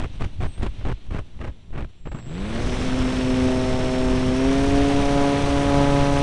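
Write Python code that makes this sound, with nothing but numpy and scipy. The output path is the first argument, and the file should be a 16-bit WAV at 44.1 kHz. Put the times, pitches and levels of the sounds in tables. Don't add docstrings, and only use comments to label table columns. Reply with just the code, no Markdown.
import sys
import numpy as np
from scipy import signal
from scipy.fft import rfft, irfft, next_fast_len
from scipy.io import wavfile
from scipy.ndimage import uniform_filter1d

SR = 44100
rng = np.random.default_rng(int(sys.argv[2]) if len(sys.argv) > 2 else 0)


def unload_audio(sound):
    columns = np.transpose(np.atleast_2d(sound))
    steps = np.round(np.clip(columns, -1, 1) * 32767)
    wavfile.write(sys.argv[1], SR, steps.astype(np.int16))


def rack_gain(trim_db):
    fader = np.asarray(trim_db, float)
    return 10 ** (fader / 20)


N = 274390
TIME = np.arange(N) / SR

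# start in seconds, settling time in seconds, shaft speed gained in Hz.
THROTTLE = [
    (2.076, .881, 127.9),
    (4.33, .74, 13.1),
]
# time in seconds, thump level in dB, slant of the inflow from 0 to 1,
# share of the tip vortex that sweeps the microphone.
THUMP = [(2.2, -51, .2, 0.), (2.24, -33, 0.1, .02), (2.3, -28, 0.04, .05), (2.4, -28, 0.21, 0.066),
         (2.48, -29.5, 0.23, 0.27), (2.59, -26.5, 0.35, .3), (2.7, -27, 0.44, .3), (2.77, -30.5, 0.5, .1),
         (2.88, -21.5, 0.02, 0), (3.4, -18, 0.22, .12), (3.74, -22.5, 0.66, 0.59), (4.32, -20, 0.33, 0.091),
         (4.54, -16.5, 0.33, 0.22), (4.86, -18, 0.43, 0.17), (5.14, -18, 0.71, 0.23), (5.46, -22.5, .68, 0),
         (5.82, -17.5, 0.86, 0), (6.22, -22, 0.87, .02)]
# frequency in Hz, level in dB per Hz.
WASH = [(400, -5.5), (900, -6.5), (1500, -10), (2500, -11.5), (3500, -14), (4200, -17.5), (4800, -25),
        (5900, -23), (6500, -26), (7300, -36.5), (8700, -28.5), (10000, -35), (11500, -46), (12300, -55)]
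# frequency in Hz, level in dB per Hz.
ROAR = [(70, -11), (120, 1.5), (220, -3), (400, -8), (700, -16.5), (1100, -43), (1800, -30)]
# frequency in Hz, level in dB rms.
CAN = [(1500, -79), (3100, -68), (4900, -66), (5250, -53), (5400, -49), (5700, -51), (5850, -59),
       (6600, -64)]
# start in seconds, end in seconds, buffet level in dB,
# pressure swing in dB, treble in dB over the buffet.
WAKES = [(-.01, 0.065, -24.5, -20, 2.5), (0.199, 0.267, -26.5, -15, 6), (0.403, 0.47, -23.5, -18, 2.5),
         (.573, 0.627, -37.5, -29, 6), (0.621, 0.684, -23, -32, 5), (0.784, 0.852, -40, -43, -7),
         (0.849, 0.929, -24.5, -18.5, 0), (1.104, 1.211, -27, -27, 1.5), (1.399, 1.505, -28.5, -24, -1),
         (1.7, 1.715, -55, -49, -6), (1.728, 1.841, -29, -25, -4), (1.842, 1.852, -33, -41, 4),
         (2.055, 2.097, -31.5, -23.5, -10), (2.111, 2.137, -33, -22, 2), (2.139, 2.209, -33, -37, 3)]
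# time in seconds, peak level in dB.
EDDIES = [(0.024, -23), (0.196, -27), (0.208, -26), (0.218, -23), (0.403, -25), (0.432, -22), (0.578, -30),
          (0.611, -28), (0.629, -24), (0.81, -30), (0.85, -23), (0.868, -26), (0.897, -23), (0.917, -25),
          (1.108, -26), (1.146, -25), (1.156, -26), (1.391, -30), (1.413, -27), (1.705, -36), (1.728, -34),
          (1.758, -24), (1.776, -27), (1.824, -27), (1.845, -27), (2.054, -28), (2.071, -29), (2.117, -21),
          (2.147, -20), (2.186, -29)]
# frequency in Hz, level in dB per Hz.
BUFFET = [(70, -19), (120, 1), (200, -6), (370, -9.5), (600, -15.5), (1100, -20), (1700, -24.5),
          (2700, -30), (3800, -39), (4900, -46), (7400, -51), (8600, -49), (10000, -59), (11500, -78)]
# frequency in Hz, level in dB per Hz.
SHAKE = [(5, 5), (20, -0.5), (50, -4), (100, -7), (180, -27.5), (400, -33)]
# time in seconds, level in dB.
GUSTS = [(2.52, -3), (2.61, 4), (2.72, 2), (3.01, 8), (3.95, 0), (4.28, 8), (4.55, -6), (4.6, -2),
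         (4.991, 1), (5.13, 0), (5.29, -12), (5.335, -28)]
# frequency in Hz, level in dB per Hz.
AIRFRAME = [(59, -34), (100, 0.5), (220, -3), (412, -15), (870, -20), (1570, -28), (2620, -29), (3590, -26),
            (5310, -39), (5750, -30), (7000, -42), (7570, -48), (8030, -37), (9970, -42.5), (11000, -46),
            (14300, -75), (22000, -120)]
# frequency in Hz, level in dB per Hz.
EDGE_AIR = [(500, -9), (1500, -8), (3000, -1), (4000, -4.5), (4600, -13.0), (8500, -24), (10500, -35)]
# time in seconds, frequency in Hz, level in dB.
SQUEAK = [
    (.472, 8500, -57),
    (.485, 8550, -58),
    (.505, 8100, -58),
    (.55, 8400, -57),
    (.57, 8350, -57),
    (.582, 8850, -59),
    (.596, 8800, -59),
    (.605, 8200, -65),
    (.613, 9000, -68),
]
# time in seconds, length in seconds, frequency in Hz, level in dB.
FAINT_SQUEAKS = [
    (.17, .04, 8500, -73),
    (.34, .03, 8300, -76),
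    (.69, .008, 8400, -68),
    (.73, .008, 8000, -70),
    (.74, .04, 2750, -62),
]
# frequency in Hz, level in dB rms.
CAMERA_LINES = [(5599, -83), (7402, -80), (9598, -86)]

CRUISE_HZ = 127.9
NARROW_TURNS, WIDER_TURNS, WEAKENING, LAG_TURNS, LAG_SWING_TURNS = 0.033, 0.052, 0.7, 0.02, 0.051
UNBALANCE_DB, SHARPER_FALL = -11.5, 0.13
REBOUND_LAG_TURNS, REBOUND_WIDTH_TURNS = 0.18, 0.053
STREAM_S, HISS_DB, ROAR_DB, TREBLE_DB, TOP_DB = 2.18, -32, -28.5, -44.5, -51
HISS_POWER, ROAR_POWER, TREBLE_POWER, TOP_POWER = 3.34, 1.64, 3.5, 4.1
CHOP_DB, CHOP_POWER = 2.8, 1.2
BITE_HZ, BITE_SPAN_HZ, UNBITTEN_TREBLE_DB, UNBITTEN_ROAR_DB = 120, 12, -4, -4
POLE_STEPS = 42
MAGNETS_S, BEATS_DB, JERK_S, JERK_LENGTH_S, JERK_DB = 2.16, -19.5, 2.2, .02, -63
SWITCH_HZ, SWITCH_ON_S, SWITCH_RISE_DB_PER_S, SWITCH_START_DB, SWITCH_DB = 7650.5, 1.965, 90, -76, -57.5
SWITCH_FULL_DROP_DB, SKIRT_DB, SKIRT_DB_PER_HZ = 11, -1, .27
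EDDY_TREBLE_DB, EDDY_DULLING_DB_PER_S, SMALL_EDDY_BRIGHTER = -34, 7, 0.5
SHAKE_CRUISE_DB, SHAKE_POWER, SHAKE_GUSTY_DB, GUST_S = -23.5, 2, 1, 0.015
SHAKE_CALM_DB, SHAKE_OVER_WAKE_DB, SHAKE_RISE_DB_PER_S, SHAKE_FADE_DB_PER_S = -61, 1.5, 235, 378
GLIDE_DB, SLOWS_S, SLOWING_DB_PER_S, EDGE_DB = -57.5, 0.27, 5.5, 3.3
EDGE_SWELL_S, EDGE_SWELL_LENGTH_S, EDGE_SWELL_DB = 0.8, 0.16, 4


def unit(x):
    return x / np.sqrt(np.mean(x ** 2))


def colour(x, points):
    size = next_fast_len(N + 8192)
    hz, db = np.transpose(points)
    bins_hz = np.arange(size // 2 + 1) * SR / size + 1e-3
    gain = rack_gain(np.interp(np.log(bins_hz), np.log(hz), db, left=-90, right=-120))
    return irfft(rfft(x, size) * unit(gain), size)[..., :N]


def split(x, order, hz, kind="low"):
    return signal.sosfilt(signal.butter(order, hz, kind, fs=SR, output="sos"), x)


def bump(x, centre, width):
    return np.exp(-.5 * ((x - centre) / width) ** 2)


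def curves(table):
    s, *columns = np.transpose(table)
    return [np.interp(TIME, s, c) for c in columns]


def walk(rate_hz):
    k = max(int(SR / rate_hz), 1)
    steps = np.repeat(rng.standard_normal(N // k + 1), k)
    return unit(uniform_filter1d(uniform_filter1d(steps, k), k)[:N])


def gusty(*flickers):
    return unit(rack_gain(sum(db * walk(hz) for hz, db in flickers))) * rng.standard_normal(N)


def tone(hz, db):
    return np.sqrt(2) * rack_gain(db) * np.sin(2 * np.pi * np.cumsum(hz * np.ones(N)) / SR)


def law(shaft_hz, cruise_db, power):
    return cruise_db + 20 * power * np.log10(shaft_hz / CRUISE_HZ + 1e-3)


def shaft():
    return sum(hz * (1 - np.clip(1 - (TIME - s) / settle, 0, 1) ** 3) for s, settle, hz in THROTTLE)


def propeller(turns):
    thump_db, slant, vortex = curves(THUMP)
    thump_db = np.where(TIME < THUMP[0][0], -120, thump_db)
    slant = np.clip(slant, 0, 1)
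    width = np.clip(NARROW_TURNS + WIDER_TURNS * (1 - slant) ** 1.33, .02, .11)
    weaker = 1 - WEAKENING * slant ** 1.7
    lag = LAG_TURNS + LAG_SWING_TURNS * np.sin(np.pi * slant)
    wander = walk(12)
    total = 0
    for blade, share in enumerate((1, weaker)):
        place = turns - blade * (.5 + lag)
        passage = np.round(place).astype(int)
        chance = rng.standard_normal((1000, 2))[passage]
        u = place - passage + 0.0015 * chance[:, 0]
        size = share * rack_gain(0.5 * chance[:, 1] + 1.23 * wander) * 0.034 / width
        if blade == 0:
            total = total + vortex * size * bump(u, REBOUND_LAG_TURNS, REBOUND_WIDTH_TURNS)
        else:
            width = (1.4 - 0.1 * slant ** 2) * width
        skew = np.where(u < 0, 1.25, .75 - SHARPER_FALL * slant)
        total = total + size * bump(u, 0, width * skew)
    total = split(total, 2, 1500)
    total = total + rack_gain(UNBALANCE_DB) * slant ** 4.25 * np.cos(2 * np.pi * turns)
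    return split(rack_gain(thump_db + 15.5) * total, 1, 130, "high")


def slipstream(shaft_hz, turns):
    def gain(db, power):
        return rack_gain(law(shaft_hz, db, power)) * (TIME > STREAM_S)

    unbitten = np.clip((BITE_HZ - shaft_hz) / BITE_SPAN_HZ, 0, 1)
    chop_db = CHOP_DB * (CRUISE_HZ / np.maximum(shaft_hz, 40)) ** CHOP_POWER
    chop = rack_gain(chop_db * np.cos(2 * np.pi * (2 * turns + .2)))
    hiss = gain(HISS_DB, HISS_POWER) * chop * gusty((900, 1.5))
    fine = chop ** 0.2 * gusty((300, 1.2))
    treble = gain(TREBLE_DB + UNBITTEN_TREBLE_DB * unbitten, TREBLE_POWER) * fine
    top = gain(TOP_DB, TOP_POWER) * fine
    roar = gain(ROAR_DB + UNBITTEN_ROAR_DB * unbitten, ROAR_POWER) * gusty((200, 1.))
    hiss = colour(hiss, WASH[:7] + [(5600, -46)])
    treble = colour(treble, [(4200, -32)] + WASH[6:10] + [(8200, -40)])
    top = colour(top, [(6500, -55)] + WASH[9:])
    return hiss + treble + top + colour(roar, ROAR)


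def motor(shaft_hz, turns):
    can_hz, can_level_db = np.transpose(CAN)

    def can_db(hz):
        return np.where(TIME > MAGNETS_S, np.interp(np.log(hz + 1), np.log(can_hz), can_level_db), -140)

    steps_hz = POLE_STEPS * shaft_hz
    whine = tone(steps_hz, can_db(steps_hz) + .7 * walk(25)) * (1 + .5 * np.cos(4 * np.pi * turns))
    beats = sum(tone(hz, can_db(hz) + BEATS_DB + 2.5 * walk(82)) for hz in (2 * steps_hz, SWITCH_HZ - steps_hz))
    jerk = tone(2 * steps_hz, JERK_DB + 2 * walk(82)) * bump(TIME, JERK_S, JERK_LENGTH_S)
    rise_db = np.minimum(SWITCH_START_DB + SWITCH_RISE_DB_PER_S * (TIME - SWITCH_ON_S), SWITCH_DB)
    full = np.clip((shaft_hz - CRUISE_HZ) / THROTTLE[1][2], 0, 1)
    switch_db = np.where(TIME > SWITCH_ON_S, rise_db - SWITCH_FULL_DROP_DB * full, -140)
    whistle = tone(SWITCH_HZ, switch_db + 0.57 * walk(40.3))
    skirt_db = np.where(shaft_hz > 0, SKIRT_DB - SKIRT_DB_PER_HZ * np.maximum(shaft_hz, 32), -60)
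    skirts = sum(tone(SWITCH_HZ + k * shaft_hz, switch_db + skirt_db - k / 2) for k in (2, 4, 12))
    return whine + beats + jerk + whistle + skirts


def windmill():
    gust, bright, swing = np.zeros((3, N))
    flutter = rack_gain(2.5 * walk(200) + 2.5 * walk(700))
    for start, end, buffet_db, swing_db, treble_db in WAKES:
        u = np.clip((TIME - start) / (end - start), 0, 1)
        edges = np.clip(np.minimum((TIME - start) / .003, (end + .006 - TIME) / .012), 0, 1)
        shape = edges * (0.41 + 0.32 * np.sin(np.pi * u))
        shape /= np.sqrt(np.sum((edges * flutter) ** 2) / np.sum(edges ** 2))
        gust += rack_gain(buffet_db) * shape * flutter
        bright += rack_gain(buffet_db + treble_db) * shape * flutter ** 1.3
        swing -= rack_gain(swing_db) * np.sin(2 * np.pi * u) * np.sin(np.pi * u) ** 0.26
    for s, db in EDDIES:
        treble_db = EDDY_TREBLE_DB - EDDY_DULLING_DB_PER_S * s - SMALL_EDDY_BRIGHTER * db
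        age = np.maximum(TIME - s, 0)
        puff = (1 - np.exp(-age / 0.0012)) * np.exp(-age / 0.0021)
        gust += rack_gain(db + 3.5) * puff
        bright += rack_gain(db + treble_db + 26) * puff
    body, treble = colour(np.array([gust, bright]) * rng.standard_normal(N), BUFFET)
    return swing + split(body, 2, 4200) - split(treble, 2, 4200, "high")


def shaking(shaft_hz):
    wakes = 0
    for start, end, db, *_ in WAKES:
        if start < THROTTLE[0][0]:
            before_db = SHAKE_RISE_DB_PER_S * (start - TIME)
            after_db = SHAKE_FADE_DB_PER_S * (TIME - end)
            away_db = np.maximum(np.maximum(before_db, after_db), 0)
            wakes = wakes + rack_gain(db + SHAKE_OVER_WAKE_DB - away_db)
    gust_db = sum(db * bump(TIME, s, GUST_S) for s, db in GUSTS) + SHAKE_GUSTY_DB * walk(14)
    stream = rack_gain(law(shaft_hz, SHAKE_CRUISE_DB, SHAKE_POWER) + gust_db)
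    return colour((rack_gain(SHAKE_CALM_DB) + wakes + stream) * rng.standard_normal(N), SHAKE)


def airframe():
    glide_db = GLIDE_DB - SLOWING_DB_PER_S * np.clip(TIME - SLOWS_S, 0, THROTTLE[0][0] - SLOWS_S)
    hiss = colour(rack_gain(glide_db + 13.5) * gusty((12, 1.), (120, 1.5)), AIRFRAME)
    swell_db = EDGE_SWELL_DB * bump(TIME, EDGE_SWELL_S, EDGE_SWELL_LENGTH_S)
    edge = colour(rack_gain(glide_db + EDGE_DB + swell_db) * gusty((25, 1.5)), EDGE_AIR)
    squeak_hz, squeak_db = curves(SQUEAK)
    squeak_db = np.where((TIME > SQUEAK[0][0]) & (TIME < SQUEAK[-1][0]), squeak_db, -140)
    squeak = tone(squeak_hz + 90 * walk(200), squeak_db + 1.4 * walk(122.4))
    for s, length, hz, db in FAINT_SQUEAKS:
        squeak += tone(hz + 120 * walk(90), db + 3 * walk(120)) * bump(TIME, s, length)
    hum = sum(tone(hz + 3 * walk(17), db) for hz, db in CAMERA_LINES)
    return hiss + edge + squeak + hum


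def scene():
    shaft_hz = shaft() * (1 + .0008 * walk(6))
    turns = np.cumsum(shaft_hz) / SR
    powered = propeller(turns) + slipstream(shaft_hz, turns) + motor(shaft_hz, turns)
    return (powered + windmill() + shaking(shaft_hz) + airframe())[None]


def band_limit(x):
    return signal.sosfilt(signal.butter(12, 12210, fs=SR, output="sos"), x)


def record(dry):
    rounded = np.tanh(1.205 * dry) / 1.45
    return band_limit(split(rounded, 4, 10800) - .0078)


dry = scene()
out = record(dry)
unload_audio(out)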